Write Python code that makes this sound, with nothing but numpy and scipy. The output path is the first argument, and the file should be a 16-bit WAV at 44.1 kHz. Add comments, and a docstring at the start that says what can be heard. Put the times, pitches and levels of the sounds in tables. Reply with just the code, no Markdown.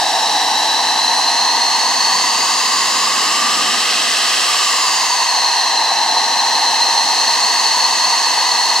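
"""A jet fighter's engine starts on an open apron, heard side-on from some way off.
From the outset turbulent air roars through resonances that follow the turbine: a low howl, a high whine.
Early on a hissing tone fades and a small rotor coasts down with a thin whistle. The burner's rumble
swells at 3.6 s and dies away over a deep drone. Near 4 s the turbine overshoots and the howl breaks down;
it returns as the speed sags, and from about 7 s the engine settles at idle."""
import sys
import numpy as np
from scipy import signal
from scipy.io import wavfile

SR = 44100
rng = np.random.default_rng(int(sys.argv[2]) if len(sys.argv) > 2 else 0)


def store_pcm(level_fs):
    """Save levels as 16-bit WAV."""
    pcm = np.round(np.clip(level_fs, -1, 1) * 32767).astype(np.int16)
    wavfile.write(sys.argv[1], SR, np.atleast_2d(pcm).T)


N = 388080
FRAME, HOP = 2048, 256
T = np.arange(N) / SR
FRAME_T = np.arange(N // HOP + 3)[:, None] * HOP / SR
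HZ = np.fft.rfftfreq(FRAME, 1 / SR)
IDLE_HZ = 4340  # whine pitch at idle


def gain_of(db):
    return 10 ** (np.asarray(db) / 20)


def unit_rms(x):
    return x / np.sqrt(np.mean(x ** 2) + 1e-20)


def over_frequency(rows):
    hz, value = np.transpose(rows)
    return np.interp(np.log(HZ + 1), np.log(hz + 1), value)


def over_time(rows, t=FRAME_T):
    return np.interp(t, *np.transpose(rows))


def by_speed(speed, idle_db, db_per_octave, db_per_octave_squared):
    """Level in dB at a speed in octaves above idle."""
    return idle_db + db_per_octave * speed + db_per_octave_squared * speed ** 2


def wander(slow_hz, fast_hz):
    """Random drift per frame, rms 1."""
    rates_hz = np.geomspace(slow_hz, fast_hz, num=30)
    return unit_rms(sum(np.sin(2 * np.pi * (hz * FRAME_T + rng.random())) for hz in rates_hz))


def narrow_noise(hz, width_hz):
    """Noise band on a pitch curve, rms 1."""
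    pole = np.exp(-np.pi * width_hz / SR)
    white = rng.standard_normal(N) + 1j * rng.standard_normal(N)
    envelope = signal.lfilter([1], [1, -2 * pole, pole * pole], white)
    phase = 2 * np.pi * np.cumsum(hz * np.ones(N)) / SR
    return unit_rms((envelope * np.exp(1j * phase)).real)


def resonance(hz, relative_half_width, peak_db):
    """Power spectrum of one hump."""
    detune = (HZ / hz - 1) / relative_half_width
    return gain_of(peak_db) ** 2 / (1 + detune ** 2 / 2) ** 2


# Bass level of drone and roar. Each row: time in seconds, level in dB.
BASS_DB = [(0, 0.5), (3.1, 0.7), (3.65, 1.5), (4.2, -4.5), (5.3, -6), (6.1, 0), (7.1, 0.5), (8.8, -4.5)]


def drone(hz=48.5, base_db=-65.5, db_per_bass_db=1.2):
    """A deep drone that rises and falls with the bass."""
    db = base_db + db_per_bass_db * over_time(BASS_DB, T)
    return gain_of(db) * narrow_noise(hz, width_hz=12)


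def burner(start_hz=312, end_hz=224, sink_s=1.5, base_db=-46.5, swell_s=3.62, fade_db_per_s=22):
    """The burner's rumble sinks in pitch as the engine spools up, swells once and dies away."""
    hz = end_hz + (start_hz - end_hz) * np.exp(-T / sink_s)
    swell_db = 9 * np.exp(-((T - swell_s) / 0.24) ** 2)
    db = base_db + swell_db - fade_db_per_s * np.maximum(T - swell_s, 0)
    return gain_of(db) * narrow_noise(hz, width_hz=30)


def rotor_whistle(start_hz=12850, coast_s=5.55, resonance_hz=10350, base_db=-49.5,
                  rise_db_per_s=1.5, fade_from_s=2.4, fade_db_per_s=35):
    """A small rotor coasts down and fades, loudest as it passes one resonance."""
    hz = start_hz * np.exp(-T / coast_s)
    resonance_db = 10.5 / (1 + ((hz - resonance_hz) / 340) ** 2)
    fade_db = fade_db_per_s * np.maximum(T - fade_from_s, 0)
    sides = np.array([narrow_noise(hz, width_hz=100) for _ in range(2)])
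    return gain_of(base_db + resonance_db + rise_db_per_s * T - fade_db) * sides


# Turbine speed. Each row: time in seconds, whine pitch in Hz.
TURBINE_HZ = [(0.0, 3790), (0.45, 3890), (1.0, 4025), (2.0, 4350), (2.8, 4700), (3.95, 5508), (4.4, 5450),
              (4.75, 4899), (5.3, 4290), (5.9, 4069), (6.9, 4163), (7.6, 4345), (8.8, 4298)]


def hissing_tone(multiple=1.44, full_db=-33.5, fade_from_hz=3830, fade_db_per_octave=115):
    """A hissing tone above the whine, only at low speed."""
    whine_hz = over_time(TURBINE_HZ, T)
    db = full_db - fade_db_per_octave * np.maximum(np.log2(whine_hz / fade_from_hz), 0)
    return gain_of(db) * narrow_noise(multiple * whine_hz, width_hz=140)


# Ground notches. Each row: centre in Hz, half width in Hz, depth in dB.
GROUND_NOTCHES = [(592, 49, 9.5), (1377, 90, 13), (2380, 62, 21), (3510, 145, 8)]


def ground_loss_db():
    """The reflection off the tarmac cancels fixed bands."""
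    return sum(db / (1 + ((HZ - hz) / width_hz) ** 2) for hz, width_hz, db in GROUND_NOTCHES)


# Likeness of the two sides. Each row: frequency in Hz, coherence from 0 to 1.
COHERENCE = [(50, .998), (250, .96), (1000, .96), (1400, .84), (2100, .8), (2600, .88), (3100, .76),
             (4250, .9), (5000, .68), (6500, .7), (8000, .54), (10000, .46), (11000, .29), (16000, .24)]
# Phase between the sides. Each row: frequency in Hz, lead of the left in radians.
LEFT_LEAD_RAD = [(50, 0), (450, 0), (1100, .28), (2500, .2), (4200, .5), (4800, .95), (7000, 1.0),
                 (8300, 1.6), (9500, 2.7), (16000, 2.9)]
# Balance. Each row: frequency in Hz, left minus right in dB.
BALANCE_DB = [(60, 0.0), (99, 0), (160, 1.5), (270, 1.5), (450, 2), (740, 0.5), (1220, 1), (2010, 0.5),
              (3330, -0.5), (5500, 0.5), (9080, -4.5), (15000, 3)]


def noise_at_microphones(magnitude):
    """Stereo noise of a given short-time spectrum, rms 1; the sides grow less alike toward the treble."""
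    a, b, c, d = rng.standard_normal((4, *magnitude.shape))
    left, independent = a + 1j * b, c + 1j * d
    coherence = over_frequency(COHERENCE)
    right = coherence * left + np.sqrt(1 - coherence ** 2) * independent
    right = right * np.exp(-1j * over_frequency(LEFT_LEAD_RAD))
    pan = gain_of(over_frequency(BALANCE_DB) / 2)
    spectra = np.array([left * pan, right / pan]) * magnitude
    _, sides = signal.istft(spectra, nperseg=FRAME, noverlap=FRAME - HOP, time_axis=1, freq_axis=2)
    return unit_rms(sides[:, :N])


# Roar spectrum. Each row: frequency in Hz, relative level in dB.
ROAR_SPECTRUM_DB = [(100.0, -90), (150.0, -72.5), (270.0, -62.5), (360.0, -65.5), (470.0, -60.5),
                    (730.0, -54), (890.0, -57.5), (1150.0, -54.5), (1600.0, -56), (1950.0, -53),
                    (2200.0, -60.5), (2650.0, -53.5), (3100.0, -56), (4200.0, -52.5), (5500.0, -57.5),
                    (8700.0, -64), (11000.0, -72.5), (15500.0, -82)]
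# Treble drift. Each row: time in seconds, level in dB two octaves above the treble corner.
TREBLE_DB = [(0, 1.5), (1.5, -1), (2.5, 1), (3.9, -0.8), (4.7, 1.3), (5.9, -1.7), (7.2, 0.5), (8.8, -0.2)]


def roar_db(speed, bass_corner_hz=350, treble_corner_hz=2000, flutter_db=.32):
    """Spectrum of the turbulent air; moving air on the way makes the treble flicker."""
    broad_db = over_frequency(ROAR_SPECTRUM_DB) + by_speed(speed, -.6, 5.5, 13)
    bass_db = over_time(BASS_DB) / (1 + (HZ / bass_corner_hz) ** 4)
    treble_db = by_speed(speed, .5, 4.6, -19) + over_time(TREBLE_DB) + flutter_db * wander(10, 50)
    treble_octaves = np.log2(np.maximum(HZ / treble_corner_hz, 1))
    return broad_db + bass_db + treble_db * treble_octaves / 2


# Duct resonances. Each row: multiple of the whine pitch, relative half width, level in dB,
# growth in dB per octave of speed.
DUCT_MODES = [(.447, 0.073, 0.6, 0), (.588, 0.074, -3.6, 16.5)]


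def duct(whine_hz, lag_s=0.29, lift_db=0.6):
    """Wide duct resonances; the upper one builds up a little after the speed rises."""
    lagged_speed = np.log2(over_time(TURBINE_HZ, FRAME_T - lag_s) / IDLE_HZ)
    return sum(resonance(multiple * whine_hz, width, db + lift_db + growth * lagged_speed)
               for multiple, width, db, growth in DUCT_MODES)


def howl(speed, whine_hz, idle_hz=973, break_hz=5274, break_db_per_octave=108, flutter_db=.37):
    """Low resonance in unsteady flow; it narrows with speed and breaks down as the whine tops break_hz."""
    hz = idle_hz * 2 ** (1.04 * speed)
    break_db = break_db_per_octave * np.maximum(np.log2(whine_hz / break_hz), 0)
    db = by_speed(speed, 1.42, -18, 0) - break_db + flutter_db * wander(3, 14)
    skirt = resonance(.985 * hz, .134, db + 10.4)
    core = resonance(1.005 * hz, .026, db + 10.8 + 14 * speed)
    fixed_ring = resonance(920.7, .009, 2.5)  # rung as the howl passes
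    return (skirt + core) * (1 + fixed_ring)


def whine(speed, hz, band_hz=4125, band_half_width_hz=262, lag_s=0.075, flutter_db=.35):
    """High resonance with an overtone; its core rings only while the pitch lies in one band of the duct."""
    lagged_hz = over_time(TURBINE_HZ, FRAME_T - lag_s)
    in_band = 1 / (1 + ((lagged_hz - band_hz) / band_half_width_hz) ** 20)
    db = by_speed(speed, 2.3, -15, -42) + flutter_db * wander(5.5, 18)
    skirt = resonance(1.014 * hz, .032, db + 5.1)
    core = resonance(hz, .01, db + 11 + 18 * speed)
    overtone = resonance(1.456 * hz, .045, by_speed(speed, 5.8, 5, -55))
    return skirt + in_band * core + overtone


def turbine(rms_db=-14.3, relative_jitter=.0015):
    """The roar through its moving resonances, combed by the ground."""
    steady_hz = over_time(TURBINE_HZ)
    speed = np.log2(steady_hz / IDLE_HZ)
    whine_hz = steady_hz * (1 + relative_jitter * wander(3, 18))
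    power_gain = 1 + howl(speed, whine_hz) + whine(speed, whine_hz) + duct(whine_hz)
    magnitude = np.sqrt(power_gain) * gain_of(roar_db(speed) - ground_loss_db())
    return gain_of(rms_db) * noise_at_microphones(magnitude)


def scene():
    """All sources at the two microphones."""
    return turbine() + rotor_whistle() + hissing_tone() + drone() + burner()


def record(dry, knee=0.7, ceiling=.85, cutoff_hz=15750):
    """Rounds the highest peaks, then limits the band."""
    excess = np.maximum(abs(dry) - knee, 0)
    headroom = ceiling - knee
    rounded = dry + np.sign(dry) * (headroom * np.tanh(excess / headroom) - excess)
    lowpass = signal.firwin(2047, cutoff_hz, window=("kaiser", 9), fs=SR)
    return signal.oaconvolve(rounded, lowpass[None], "same")


dry = scene()
out = record(dry)
store_pcm(out)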